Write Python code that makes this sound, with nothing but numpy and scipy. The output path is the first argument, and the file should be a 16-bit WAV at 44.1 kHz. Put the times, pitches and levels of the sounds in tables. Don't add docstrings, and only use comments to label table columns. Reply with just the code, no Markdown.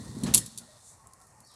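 import sys
import numpy as np
from scipy import signal
from scipy.fft import rfft, irfft, next_fast_len
from scipy.io import wavfile
from scipy.ndimage import map_coordinates

SR = 44100
rng = np.random.default_rng(int(sys.argv[2]) if len(sys.argv) > 2 else 0)


def materialize(psi):
    bounded = np.clip(np.atleast_2d(psi).T, -1, 1)
    quanta = np.round(bounded * 32767).astype(np.int16)
    wavfile.write(sys.argv[1], SR, quanta)


N = 68355

# pitch_hz, level_db
DRUM_SPECTRUM = [(25, -34.5), (55, -5), (85, -12.5), (115, 3), (150, -4.5), (220, 1), (290, -11.5),
                 (400, -15.5), (700, -26.5), (1100, -24), (1450, -37), (1900, -31), (2300, -40.5),
                 (4000, -55)]
# time_s, level_db
DRUM_LEVEL = [(0, -44.5), (.12, -43.5), (.21, -40), (.255, -30), (.32, -38.5), (.37, -33.5), (.42, -43),
              (.49, -56.5), (.58, -56.5), (.65, -57.5), (.76, -80.5), (1.55, -77.5)]
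# start_s, level_db, tilt_db_per_octave
THUMPS = [(0.002, -37.5, -8.5), (.092, -35, -6), (0.167, -31, 0), (0.2319, -21.5, 3.5), (.271, -34.5, 4.5),
          (0.288, -26, -1.5), (0.311, -30, -0.5), (.351, -32.5, 7), (0.373, -37, -3.5)]
# pitch_hz, level_db, t60_s
PANEL_MODES = [(75, -16.5, 0.2), (115.2, -8, 0.1594), (165, -3.5, 0.06), (214, 0.5, 0.089),
               (249.2, -4, 0.074), (310, -9, 0.048)]
# pitch_hz, level_db
HISS_SPECTRUM = [(900, -30), (1450, -5), (1900, -16), (2450, -13), (3150, -10), (3600, -.5), (4300, 1),
                 (5000, -3), (6500, -3), (8500, 0), (10800, -7), (11600, -14), (12700, -14), (13500, -22),
                 (14200, -35), (15800, -42)]
# time_s, level_db
HISS_LEVEL = [(0, -54), (.22, -54.5), (.33, -79), (.41, -48), (.5, -53), (.63, -58.5), (.79, -61),
              (.89, -58), (.99, -62.5), (1.16, -65.5), (1.23, -60), (1.35, -63.5), (1.55, -61.5)]
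# time_s, level_db
WHINE_LEVEL = [(0, -61.5), (.12, -65.5), (.2, -80.5), (.42, -56), (.52, -84), (.7, -69.5), (.82, -82.5),
               (1.55, -74.5)]
# pitch_hz, level_db
AIR_SPECTRUM = [(25, -14), (50, 0), (80, 1.5), (120, 1.5), (200, -6.5), (310, -13.5), (520, -10), (800, -7),
                (1100, -7.5), (1500, -17), (1950, -18), (2600, -23.5), (4000, -39.5), (8000, -50.5)]
# start_s, level_db, tilt_db_per_octave
TICKS = [(.1865, -42, 1), (1.0708, -41.5, 2), (1.1348, -41.5, 0), (1.2016, -51, -1), (1.214, -47, -4),
         (1.22, -49, -4), (1.2695, -49, 1), (1.404, -43.5, 0), (1.449, -52, 0), (1.473, -49, 1),
         (1.517, -52, 0), (1.54, -49, 0)]
# pitch_hz, level_db
METAL_SPECTRUM = [(300, -20), (1000, -15), (1950, -21), (2350, -9), (2900, -7.5), (3600, -1), (4300, -1),
                  (5000, -4), (6300, -.5), (7400, 4.5), (9000, 3.5), (11000, 4.5), (11600, -7),
                  (12700, -5.5), (13500, -15), (15800, -32)]
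# pitch_hz, t60_s
PARK_DECAY = [(200, 0.86), (3000, .45), (8000, 0.28), (14000, 0.27)]
# start_s, level_db, tilt_db_per_octave
CLACKS = [(.2352, -29, -1), (.239, -36, -2), (.2435, -37, -1), (.2515, -42, -3), (.3376, -22, -2),
          (.3396, -11.5, -1.5), (.3442, -7.5, 2), (.3464, -6.8, 3), (.3515, -14, -1.5), (.3545, -19, -1),
          (.3612, -23, 2), (.3655, -27, 1), (.3705, -18.5, 2), (.377, -15, 2.5), (.3798, -17.5, 2),
          (.384, -24, 1), (.388, -28, 1), (.4125, -42, 0), (.4605, -37, 1), (.4622, -34, 1)]
# pitch_hz, level_db, t60_s
FRAME_MODES = [(3560, -12, .08), (4334, -8, .12), (5338, -11, .12), (6000, -7, .08), (6460, -6, .1),
               (6970, -3, .11), (7555, -4, .1), (7850, 1, .1), (8405, -5, .11), (9310, -4, .11),
               (9428, -5, .11), (10370, 3, .075), (11060, 1, .08), (12550, -8, .06)]
# start_s, level_db
FORK_HITS = [(.237, -37), (0.2414, -38.5), (0.2488, -40), (.261, -36.5)]
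# pitch_hz, level_db, t60_s
FORK_MODES = [(3850, -6, .03), (4151, -2, .04), (4400, -7, .03)]
# pitch_hz, level_db
GRIT_SPECTRUM = [(240, -47), (400, -3.5), (780, -8), (854, -8), (1370, -13.5), (1820, -8.5), (2000, -15.5),
                 (3660, -14), (9960, -19), (15000, -46.5)]
# start_s, level_db
SLAPS = [(0.576, -30.5), (0.584, -30)]
# pitch_hz, level_db, t60_s
SLAP_MODES = [(3600, -8, .04), (4530, 0, .06), (5950, -1, .075), (8600, -5, .045), (12100, -10, .03),
              (12600, -7, .03)]
# start_s, length_s, first_hz, last_hz, level_db
FAR_TONES = [(.58, 0.1, 1440, 1373, -71.5), (.665, 0.115, 585, 622, -61), (.79, 0.054, 795, 792, -67),
             (.97, .09, 879, 920, -67), (.965, 0.2, 1105, 1050, -63), (1.12, 0.136, 1100, 1070, -68),
             (1.19, 0.076, 1360, 1340, -69.5), (1.195, 0.067, 760, 713, -68), (1.33, 0.08, 885, 850, -63),
             (1.47, 0.11, 1180, 1205, -68)]
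# start_s, length_s, first_hz, last_hz, level_db
WHISTLE = [(1.428, 0.083, 4440, 4510, -65.5)]
# start_s, length_s, first_hz, last_hz, level_db
WHISTLE_HAZE = [(1.435, .15, 5600, 5300, -66), (1.44, .16, 4950, 4620, -67.5),
                (1.465, 0.107, 4170, 3910, -67), (1.49, 0.071, 3450, 3400, -74.5)]

METAL_ATTACK_S = .0003


def amp(db):
    return 10 ** (np.asarray(db) / 20)


def unit(x):
    return x / np.sqrt(np.mean(x ** 2) + 1e-20)


def along(points, hz):
    pitches, values = np.transpose(points)
    return np.interp(np.log(hz + 1), np.log(pitches + 1), values)


def curve(rows):
    return np.interp(np.arange(N) / SR, *np.transpose(rows))


def wobble(rate):
    return map_coordinates(rng.standard_normal(N // 8), [np.arange(N) * rate / SR], mode="wrap")


def filtered(x, response):
    size = next_fast_len(len(x) + 8192)
    return irfft(rfft(x, size) * response(np.fft.rfftfreq(size, 1 / SR)), size)[:len(x)]


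def low_cut(x, corner_hz, order):
    return filtered(x, lambda hz: 1 - 1 / (1 + (hz / corner_hz) ** order))


def peak(hz, centre_hz, width_hz):
    return 1 / (1 + (2 * (hz - centre_hz) / width_hz) ** 2)


def noise(spectrum, size=N, tilt_db=0):
    white = rng.standard_normal(size)
    return unit(filtered(white, lambda hz: amp(along(spectrum, hz) + tilt_db * np.log2(hz + 1))))


def add(track, start_s, sound):
    part = track[round(start_s * SR):][:len(sound)]
    part += sound[:len(part)]


def ring(modes, t, scatter_db):
    return sum(amp(db + scatter_db * rng.standard_normal() - 60 * t / t60)
               * np.sin(2 * np.pi * (hz * t + rng.random())) for hz, db, t60 in modes)


def metal_onset(t):
    return 1 - np.exp(-t / METAL_ATTACK_S)


def crack(t, tilt_db, t60_s, tail_db, tail_t60_s):
    decay = amp(-60 * t / t60_s) + amp(tail_db - 60 * t / tail_t60_s)
    return decay * noise(METAL_SPECTRUM, len(t), tilt_db)


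def ramp():
    out = amp(curve(DRUM_LEVEL) + .5 * wobble(37)) * noise(DRUM_SPECTRUM)
    t = np.arange(SR // 2) / SR
    attack_s, pivot_hz = .0035, 200
    onset = np.sin(np.pi / 2 * np.minimum(t / attack_s, 1)) ** 2
    for start_s, db, tilt_db in THUMPS:
        modes = [(hz, level + tilt_db * np.log2(hz / pivot_hz), t60) for hz, level, t60 in PANEL_MODES]
        add(out, start_s, amp(db) * onset * ring(modes, t, scatter_db=-.5))
    return out


def wheel_hiss():
    frame = lambda hz: 1 + .45 * sum(peak(hz, mode_hz, width_hz=110) for mode_hz, _, _ in FRAME_MODES)
    hiss = unit(filtered(noise(HISS_SPECTRUM), frame))
    body_hz, fade_start_s, fade_db_per_s = 4900, .75, 45
    body = filtered(hiss, lambda hz: 1 / (1 + (hz / body_hz) ** 8))
    fade = amp(-fade_db_per_s * np.maximum(np.arange(N) / SR - fade_start_s, 0))
    level_db = curve(HISS_LEVEL) + .6 * wobble(40) + 1.2 * wobble(410)
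    return amp(level_db) * (hiss - (1 - fade) * body)


def wheel_whine():
    band = filtered(rng.standard_normal(N), lambda hz: peak(hz, centre_hz=1859, width_hz=160))
    return amp(curve(WHINE_LEVEL)) * unit(band)


def park_air():
    return amp(-62 + 1.8 * wobble(26)) * noise(AIR_SPECTRUM)


def rattle():
    out, t = np.zeros(N), np.arange(SR // 16) / SR
    for start_s, db, tilt_db in TICKS:
        tick = crack(t, tilt_db, t60_s=.009, tail_db=-20, tail_t60_s=.09)
        add(out, start_s, amp(db) * metal_onset(t) * tick)
    return low_cut(out, corner_hz=3940, order=6)


def park_echo(x):
    hz, t, spectra = signal.stft(rng.standard_normal(SR // 2), SR, nperseg=256)
    decay = amp(-60 * t / along(PARK_DECAY, hz)[:, None])
    tail = signal.istft(spectra * decay, SR, nperseg=256)[1]
    return signal.fftconvolve(x, tail / np.linalg.norm(tail))[:N]


def clatter():
    out, t = np.zeros(N), np.arange(SR // 8) / SR
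    for start_s, db, tilt_db in CLACKS:
        contact = crack(t, tilt_db, t60_s=.0135, tail_db=-15.5, tail_t60_s=.08)
        frame = amp(-23) * ring(FRAME_MODES, t, scatter_db=5)
        add(out, start_s, amp(db) * metal_onset(t) * (contact + frame))
    return out


def fork():
    out, t = np.zeros(N), np.arange(SR // 8) / SR
    for start_s, db in FORK_HITS:
        add(out, start_s, amp(db) * metal_onset(t) * ring(FORK_MODES, t, scatter_db=-.5))
    return out


def grit():
    start_s, rise_s, fall_db_per_s, grains_per_s = .25, .018, 170, 4000
    t = np.maximum(np.arange(N) / SR - start_s, 0)
    impulses = (rng.random(N) < grains_per_s / SR) * rng.standard_normal(N)
    grains = unit(filtered(impulses, lambda hz: amp(along(GRIT_SPECTRUM, hz))))
    crunch = unit(grains + 3 * noise(GRIT_SPECTRUM))
    return crunch * np.minimum(t / rise_s, 1) ** 2 * amp(-34.5 - fall_db_per_s * t)


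def slaps():
    out, t = np.zeros(N), np.arange(SR // 8) / SR
    for start_s, db in SLAPS:
        click = crack(t, tilt_db=-.9, t60_s=.013, tail_db=-15, tail_t60_s=.11)
        ringing = amp(-14) * ring(SLAP_MODES, t, scatter_db=5.5)
        add(out, start_s, amp(db) * metal_onset(t) * (click + ringing))
    return low_cut(out, corner_hz=2800, order=4)


def far_tones(rows, rough, width_hz):
    out = np.zeros(N)
    for start_s, length_s, first_hz, last_hz, db in rows:
        n = int(length_s * SR)
        flutter = (wobble(width_hz) + 1j * wobble(width_hz))[:n]
        blur = np.sqrt(1 - rough) + np.sqrt(rough / 2) * flutter
        cycles = np.cumsum(np.linspace(first_hz, last_hz, n)) / SR
        tone = np.real(blur * np.exp(2j * np.pi * cycles))
        add(out, start_s, amp(db) * unit(tone) * signal.windows.tukey(n, .5))
    return out


def scuff():
    centre_hz, spread_octaves, peak_s, spread_s = 7700, .3, .886, .044
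    bell = lambda hz: np.exp(-.5 * (np.log2((hz + 1) / centre_hz) / spread_octaves) ** 2)
    swell = np.exp(-.5 * ((np.arange(N) / SR - peak_s) / spread_s) ** 2)
    return amp(-54) * swell * unit(filtered(rng.standard_normal(N), bell))


def far_whistle():
    return far_tones(WHISTLE, rough=.45, width_hz=130) + far_tones(WHISTLE_HAZE, rough=.97, width_hz=650)


def scene():
    knocks = clatter() + fork() + slaps() + rattle() + grit()
    rolling = ramp() + wheel_hiss() + wheel_whine() + scuff()
    echo = amp(-22) * park_echo(knocks)
    distance = park_air() + far_whistle() + far_tones(FAR_TONES, rough=.6, width_hz=100)
    return (knocks + echo + rolling + distance)[None]


def record(dry):
    low_cut_hz, top_hz = 28, 15900
    microphone = lambda hz: (1 - 1 / (1 + (hz / low_cut_hz) ** 2)) * (hz < top_hz)
    return np.array([filtered(channel, microphone) for channel in dry])


dry = scene()
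out = record(dry)
materialize(out)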